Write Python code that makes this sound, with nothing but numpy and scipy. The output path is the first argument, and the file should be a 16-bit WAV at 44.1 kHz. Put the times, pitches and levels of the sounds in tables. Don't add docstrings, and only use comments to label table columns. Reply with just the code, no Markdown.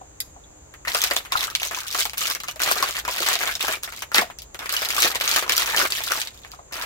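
import sys
import numpy as np
from scipy import signal
from scipy.fft import rfft, irfft, next_fast_len
from scipy.io import wavfile

SR = 44100
rng = np.random.default_rng(int(sys.argv[2]) if len(sys.argv) > 2 else 0)


def master(y):
    cut = np.clip(np.atleast_2d(y).T, -1, 1)
    pcm = np.round(cut * 32767)
    wavfile.write(sys.argv[1], SR, pcm.astype(np.int16))


N = 302455

# [t/s, length/s, crackle level/dB rel., swell start to end/dB, flexing over crackle/dB rel.]
SQUEEZE_TABLE = [(.872, 0.21, -30.5, 1.5, 1), (1.076, 0.11, -36, -4.5, 1), (1.223, 0.096, -55.5, -9, 13.5),
                 (1.321, 0.12, -28, 5, -1), (1.471, 0.045, -36.5, -6.5, -1.5), (1.587, 0.077, -34, 4.5, -1),
                 (1.712, 0.11, -34, -7.5, 1.5), (1.851, 0.12, -31.5, 4.5, -4.5),
                 (1.974, 0.041, -22.5, 0, -5), (2.172, 0.15, -27.5, -1.5, -4), (2.438, 0.066, -41.5, 8, -2),
                 (2.596, 0.11, -26, 6.5, 2), (2.751, 0.14, -29, -6.5, 1.5), (2.896, 0.093, -32.5, 8.5, -3),
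                 (3.079, 0.25, -27.5, 10, 0.5), (3.388, 0.12, -28.5, -2, 1), (3.599, 0.12, -26.5, 1, -2),
                 (3.826, 0.061, -37.5, 0.5, 1), (3.921, 0.11, -39.5, -5, -2.5),
                 (4.143, 0.045, -22.5, -3, 2), (4.595, 0.071, -42.5, -1, 9.5),
                 (4.689, 0.16, -31, 8.5, -0.5), (4.879, .18, -26.5, 15.5, -1.5),
                 (5.098, 0.056, -33, 0.5, 3.5), (5.204, 0.17, -24, 8, -0.5),
                 (5.416, 0.058, -35.5, 1.5, 3.5), (5.491, 0.14, -26.5, 5.5, -0.5),
                 (5.661, 0.095, -26, -4.5, 2.5), (5.758, 0.093, -22.5, -1, 0),
                 (5.901, 0.19, -30, -6.5, -3.5), (6.105, .16, -30.5, -8.5, -2.5),
                 (6.331, 0.24, -54.5, -2, 0), (6.722, 0.18, -37, 1, 5)]
# [f/Hz, relative density/dB]
CRACK_COLOUR = [(400, -50), (1200, -14), (2300, 0), (4000, 0.5), (6500, -1.5), (8000, -4.5), (10000, -6),
                (13000, -2.5), (15500, -6.5)]
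# [f/Hz, relative density/dB]
FLEX_COLOUR = [(80, -23), (170, -17.5), (280, -12), (360, -6), (600, -4), (900, -2.5), (1250, 3), (1800, 1),
               (2600, -3), (5000, -19)]
# [f/Hz, side over mid level/dB]
SIDE_LEVEL = [(60, -16.5), (130, -17), (400, 2), (1200, -2), (3000, 4.5)]


def amp(db):
    return 10 ** (np.asarray(db) / 20)


def unit(x):
    return x / np.sqrt(np.mean(x ** 2) + 1e-20)


def along(points, hz):
    f, v = np.transpose(points)
    return np.interp(np.log(hz + 1), np.log(f), v)


def filtered(x, response):
    m = next_fast_len(N + SR // 2)
    gain = response(np.fft.rfftfreq(m, 1 / SR))
    return irfft(rfft(x, m) * gain, m)[..., :N]


def coloured(x, points, size=2048):
    gain = unit(amp(along(points, np.fft.rfftfreq(size, 1 / SR))))
    cepstrum = irfft(np.log(gain))
    cepstrum[1:size // 2] *= 2
    cepstrum[size // 2 + 1:] = 0
    impulse = irfft(np.exp(rfft(cepstrum)))
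    return signal.fftconvolve(x, impulse[None], axes=1)[:, :N]


def diffuse():
    mid, side = rng.standard_normal((2, N))
    side = filtered(side, lambda hz: amp(along(SIDE_LEVEL, hz)))
    return unit(np.array([mid + side, mid - side]))


def placed(times, waves):
    start = np.round(np.abs(times) * SR).astype(int)
    index = start[:, None] + np.arange(waves.shape[-1])
    return np.array([np.bincount(index.ravel(), w.ravel(), N)[:N] for w in waves])


def to_right(hz, events, lead_s=.00017, spread_s=.00003):
    delay_s = lead_s + spread_s * rng.standard_normal((events, 1))
    return np.exp(-2j * np.pi * hz * delay_s)


def background(rumble_db=-50, insects_db=-53):
    # [f/Hz, relative density/dB]
    rumble_colour = [(20, -11), (43, -1.5), (56, 8.5), (68, 2.5), (140, -5.5), (200, -10.5), (550, -11),
                     (1000, -15.5), (2800, -28), (15000, -39.5)]
    # [f/Hz, relative density/dB]
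    insect_colour = [(4500, -45), (5800, -6), (6400, 9.5), (6800, 11), (7350, 9), (7600, 9), (7950, -2),
                     (9500, -58)]
    # [loudest t/s, Gaussian fade/s, f/Hz, rms waver/Hz, peak rms level/dB]
    hum_settings = (0.452, 0.55, 306, 7, -65)
    rumble = unit(filtered(diffuse(), lambda hz: amp(along(rumble_colour, hz))))
    insects = unit(filtered(diffuse(), lambda hz: amp(along(insect_colour, hz))))
    t = np.arange(N) / SR
    peak_s, fade_s, hum_hz, waver_hz, hum_db = hum_settings
    drift = unit(filtered(rng.standard_normal(N), lambda hz: np.exp(-hz / 10)))
    phase = 2 * np.pi * np.cumsum(hum_hz + waver_hz * drift) / SR
    swell = np.exp(-.5 * ((t - peak_s) / fade_s) ** 2)
    hum = amp(hum_db) * swell * unit(np.sin(phase))
    return amp(rumble_db) * rumble + amp(insects_db) * insects + hum


def bumps(octaves=0.35, stretch=0.097, relax_s=0.017, blur_hz=30):
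    # [t/s, level/dB rel., middle of excited band f/Hz]
    bump_table = [(.012, -38.5, 730), (.361, -45, 810), (.946, -28, 540), (1.111, -29, 480),
                  (1.353, -17.5, 1069), (2.712, -20, 1206), (3.204, -30, 406), (4.183, -29.5, 248.4),
                  (4.217, -22, 787), (5.043, -25.5, 372), (5.827, -30.5, 340), (6.535, -40, 969),
                  (6.589, -39.5, 820)]
    # [f/Hz, level/dB rel., t60/s]
    part_modes = [(202, -12, 0.1), (362, -1.5, 0.095), (472, -3.5, 0.19), (535, 5, 0.095),
                  (680, 10.5, 0.11), (786, 6, 0.081), (960, 18, 0.023), (1135, 12.5, 0.067),
                  (1293, 20.5, 0.031)]
    s, db, middle_hz = np.transpose(bump_table)
    t = np.arange(SR // 5) / SR
    sagging_t = t + stretch * relax_s * (1 - np.exp(-t / relax_s))
    blur_step = np.sqrt(blur_hz / (2 * np.pi * SR))
    ring = 0
    for hz, level_db, t60_s in part_modes:
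        strength, detune, phase = rng.standard_normal((3, len(s), 1))
        wander = np.cumsum(rng.standard_normal((len(s), len(t))), axis=1)
        phase = phase + wander * blur_step
        excited = np.exp(-.5 * (np.log2(hz / middle_hz[:, None]) / octaves) ** 2)
        decay = amp(level_db + 1.1 * strength - 60 * t / t60_s)
        mode_hz = hz * (1 + 0.021 * detune)
        ring = ring + excited * decay * np.sin(2 * np.pi * (mode_hz * sagging_t + phase))
    ring = ring * (1 - np.exp(-t / 0.0017))
    ring *= (amp(db + 27.5) / np.linalg.norm(ring, axis=1))[:, None]
    shift = to_right(np.fft.rfftfreq(len(t), 1 / SR), len(s), lead_s=0.00029)
    right = irfft(rfft(ring) * shift, len(t))
    return placed(s, np.array([ring, right]))


def clicks(crack_t60_s=0.012, chatter_db=-12, chatter_s=0.019):
    # [t/s, level/dB rel., middle of excited band f/Hz, Gaussian width/octaves]
    click_table = [(0.203, -9, 4600, 1.9), (.438, -27, 3480, 0.18)]
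    # [f/Hz, width/Hz, level/dB rel.]
    metal_modes = [(1590, 60, -3), (2040, 210, -7), (2530, 94, -4), (3470, 57, 0.5), (3880, 210, 0),
                   (4820, 330, -1.5), (5170, 480, -1), (6550, 51, 4), (7230, 410, -0.5), (11000, 3200, 0)]
    s, db, middle_hz, octaves = np.transpose(click_table)
    t = np.arange(SR // 8) / SR
    crack = amp(-60 * t / crack_t60_s)
    chatter = amp(chatter_db) * np.exp(-(t / chatter_s) ** 2)
    contact = (crack + chatter) * (1 - np.exp(-t / 0.00023))
    bursts = amp(db)[:, None] * contact * rng.standard_normal((2, len(s), len(t)))
    force = 0
    for k in range(len(s)):
        burst = placed(s[k:k + 1], bursts[:, k:k + 1])
        force = force + filtered(
            burst, lambda f: np.exp(-.5 * (np.log2((f + 1) / middle_hz[k]) / octaves[k]) ** 2))

    def metal(f):
        return sum(amp(level_db) * 1j * f * width / (hz * hz - f * f + 1j * f * width)
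                   for hz, width, level_db in metal_modes)

    return filtered(force, metal)


def facets(events, hz, low_hz, high_hz, sharpness, mode_db, count, hump_db=0, tilt_db=2.1):
    response = np.ones((events, len(hz)), np.complex64)
    for _ in range(count):
        centre_hz = low_hz * (high_hz / low_hz) ** rng.random((events, 1))
        ratio = ((hz + 1) / centre_hz).astype(np.float32)
        strength = amp(mode_db) * rng.standard_normal((events, 1))
        response += strength / (1 + 1j * sharpness * (ratio - 1 / ratio))
    octave = np.clip(np.log2((hz + 1) / high_hz), -2, 1)
    middle_hz = np.sqrt(low_hz * high_hz)
    off_middle = np.log2((hz + 1) / middle_hz) - rng.uniform(-.7, .7, (events, 1))
    tilt = tilt_db * rng.standard_normal((events, 1)) * octave
    return response * amp(tilt + hump_db * np.exp(-2 * off_middle ** 2))


def flips(times, sizes, life_s, ring_db, ring_t60_s, modes, size, bounce_db=-13, bounce_s=.007):
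    events, t, hz = len(times), np.arange(size) / SR, np.fft.rfftfreq(size, 1 / SR)
    u = t / (life_s * amp(4.4 * rng.standard_normal((events, 1))))
    burst, mid, side = rng.standard_normal((3, events, size), dtype=np.float32)
    burst = burst * u * np.exp(-np.minimum(u, 30))
    burst /= np.linalg.norm(burst, axis=1, keepdims=True)
    ring = (1 - np.exp(-t / 0.011)) * amp(-60 * t / ring_t60_s)
    ring *= 1 - (t / t[-1]) ** 2
    ring *= amp(ring_db) / np.linalg.norm(ring)
    colour = facets(events, hz, **modes)
    delay_s = bounce_s * (1 + .12 * rng.standard_normal((events, 1)))
    bounce = amp(bounce_db) * np.exp(-2j * np.pi * hz * delay_s)
    mid = (rfft(burst) * (1 + bounce) + rfft(ring * mid)) * colour
    side = rfft(ring * side) * colour * amp(along(SIDE_LEVEL, hz))
    pair = irfft(np.array([mid + side, (mid - side) * to_right(hz, events)]), size)
    energy = np.mean(np.sum(pair ** 2, axis=2), axis=0)
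    return placed(times, pair * (sizes / np.sqrt(energy))[:, None])


def snaps():
    # [t/s, crack level/dB rel., facet pop level/dB rel.]
    snap_table = [(0.738, -43, -36.5), (0.85, -40, -28.5), (0.8726, -34, -21), (0.8802, -18.5, -42),
                  (0.9471, -12.5, -19), (0.969, -17, -41), (0.988, -20.5, -49), (1.0165, -12.5, -38),
                  (1.038, -8.5, -20.5), (1.1101, -16, -18), (1.135, -20, -24), (1.1646, -11.5, -24),
                  (1.25, -58, -27), (1.3216, -15, -24.5), (1.4104, -29.5, -35), (1.4294, -27, -24.5),
                  (1.4393, -21.5, -41), (1.551, -12, -25), (1.6176, -25, -31.5), (1.6317, -15.5, -30.5),
                  (1.6498, -18.5, -46), (1.711, -29, -23.5), (1.7726, -33, -40), (1.7864, -23.5, -29),
                  (1.833, -31.5, -61), (1.9127, -21.5, -43), (1.947, -25, -19), (1.9867, -21, -20.5),
                  (2.0003, -15, -22.5), (2.011, -22.5, -37), (2.0532, -15.5, -26), (2.0965, -25.5, -45),
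                  (2.133, -29, -25), (2.18, -15.5, -44), (2.2706, -19, -40), (2.2996, -16.5, -21),
                  (2.3497, -21, -22), (2.401, -25.5, -37), (2.435, -26.5, -31), (2.483, -20, -30),
                  (2.559, -32, -34), (2.6017, -28, -27), (2.617, -15, -26), (2.6334, -14, -34),
                  (2.6753, -27, -24), (2.713, -11, -26), (2.72, -12, -27), (2.772, -26, -33),
                  (2.826, -12.5, -19), (2.8601, -25.5, -22), (2.888, -20.5, -41), (2.9089, -21, -34),
                  (2.9672, -19, -34.5), (2.984, -25, -31), (3.0502, -27.5, -25), (3.0778, -25, -17),
                  (3.114, -23, -56), (3.123, -25, -44), (3.204, -18, -34), (3.262, -20, -35),
                  (3.2861, -13.5, -19), (3.3542, -15, -40), (3.413, -22, -22), (3.474, -20, -36),
                  (3.5132, -26, -27.5), (3.553, -18.5, -24), (3.6069, -21, -52), (3.626, -17, -29),
                  (3.6814, -19.5, -19), (3.735, -24, -20), (3.833, -18, -38.5), (3.923, -32, -29.5),
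                  (4.0207, -23, -20.5), (4.117, -34, -28.5), (4.145, -10, -19), (4.156, -11, -18),
                  (4.1821, -10.5, -15.5), (4.213, -18, -19.5), (4.3, -52, -30.5), (4.387, -28.5, -59),
                  (4.419, -28.5, -59), (4.5453, -28.5, -32.5), (4.5907, -27.5, -28), (4.628, -35, -34.5),
                  (4.6575, -29, -23), (4.693, -18, -25), (4.7243, -14.5, -32), (4.7384, -19, -19.5),
                  (4.766, -15.5, -34), (4.8191, -18, -22), (4.8878, -18, -32), (4.904, -14.5, -28.5),
                  (4.965, -17, -22), (5.002, -11.5, -32), (5.021, -12, -16), (5.028, -12.5, -24),
                  (5.053, -14, -28), (5.1053, -21.5, -47), (5.1544, -17, -20.5), (5.2099, -17, -23),
                  (5.277, -12, -43), (5.2922, -16, -27), (5.3134, -14.5, -27), (5.3615, -14.5, -16),
                  (5.4247, -22.5, -21), (5.495, -12, -20), (5.5207, -12.5, -24.5), (5.5664, -11, -44),
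                  (5.579, -8, -30), (5.5951, -20, -20), (5.6204, -18, -29), (5.674, -23, -18),
                  (5.784, -18, -23), (5.9219, -15, -31), (5.9938, -36, -38), (6.037, -16, -29.5),
                  (6.1059, -24, -21), (6.1187, -15, -17.5), (6.1748, -30, -22), (6.216, -16, -34),
                  (6.2725, -26, -44), (6.447, -40.5, -38), (6.517, -33.5, -50), (6.7339, -27, -38),
                  (6.755, -35, -22.5), (6.822, -26.5, -23)]
    s, crack_db, pop_db = np.transpose(snap_table)
    cracks = flips(s, amp(crack_db + 20.0), life_s=0.00059, ring_db=-9.5, ring_t60_s=0.066, size=4096,
                   modes=dict(low_hz=1970, high_hz=9220, sharpness=61, mode_db=5, count=6, hump_db=4))
    pops = flips(s, amp(pop_db + 23), life_s=0.0011, ring_db=-2.5, ring_t60_s=0.074, size=4096,
                 modes=dict(low_hz=616, high_hz=2470, sharpness=12, mode_db=4.5, count=3))
    return coloured(cracks, CRACK_COLOUR) + coloured(pops, FLEX_COLOUR)


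def swarm(squeeze_db, rate_hz, scatter_db, busy_db):
    grip_db_per_s, settle_db_per_s = 1802.5, 380.5
    start, length, _, swell_db, _ = np.transpose(SQUEEZE_TABLE)
    count = int(rate_hz * (N / SR - start[0]))
    times = start[0] + (np.arange(count) + rng.uniform(0, 2, count)) / rate_hz
    age = times[:, None] - start
    swell = swell_db * (np.clip(age / length, 0, 1) - .5)
    grip = grip_db_per_s * np.maximum(-age, 0)
    settle = settle_db_per_s * np.maximum(age - length, 0)
    level_db = (squeeze_db + swell - grip - settle).max(axis=1)
    sizes = unit(amp(scatter_db * np.clip(rng.standard_normal(count), -3, 1.5)))
    share = np.clip(amp(level_db - busy_db), .3, 1)
    flipped = np.diff(np.floor(np.cumsum(share)), prepend=0)
    return times, flipped * sizes * amp(level_db) * np.sqrt(SR / (rate_hz * share))


def crumpling():
    _, _, crackle_db, _, flex_db = np.transpose(SQUEEZE_TABLE)
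    creases = swarm(crackle_db - 0.5, rate_hz=230, scatter_db=5.5, busy_db=-26)
    crackle = flips(*creases, size=1024, life_s=.00045, ring_db=-7, ring_t60_s=.06,
                    modes=dict(low_hz=1660, high_hz=8050, sharpness=12, mode_db=3, count=3, hump_db=4))
    bends = swarm(crackle_db + flex_db - 3.5, rate_hz=160, scatter_db=4.5, busy_db=-33)
    flex = flips(*bends, size=1536, life_s=.0012, ring_db=-3, ring_t60_s=.08,
                 modes=dict(low_hz=639, high_hz=2444, sharpness=14, mode_db=5, count=3))
    return coloured(crackle, CRACK_COLOUR) + coloured(flex, FLEX_COLOUR)


def driveway(x, t60_s=0.24, delay_s=0.02):
    t = np.arange(SR // 3) / SR
    tail = rng.standard_normal((2, len(t))) * amp(-60 * t / t60_s) * (1 - np.exp(-(t / delay_s) ** 2))
    return signal.fftconvolve(x, tail / np.linalg.norm(tail[0]), axes=1)[:, :N]


def scene(echo_db=-20.5):
    # [f/Hz, left minus right level/dB]
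    mic_shade = [(150, -2.5), (450, 1), (1800, 3), (3600, -5), (5500, 2), (7800, 6), (10800, -3),
                 (15000, 4)]
    handling = bumps() + clicks() + snaps() + crumpling()
    handling = filtered(handling, lambda hz: amp(np.outer([.5, -.5], along(mic_shade, hz))))
    return background() + handling + amp(echo_db) * driveway(handling)


def record(dry):
    top_hz = 15900
    rounded = dry / (1 + dry ** 6) ** (1 / 6)
    return filtered(rounded, lambda hz: 1 / (1 + (hz / top_hz) ** 100))


dry = scene()
out = record(dry)
master(out)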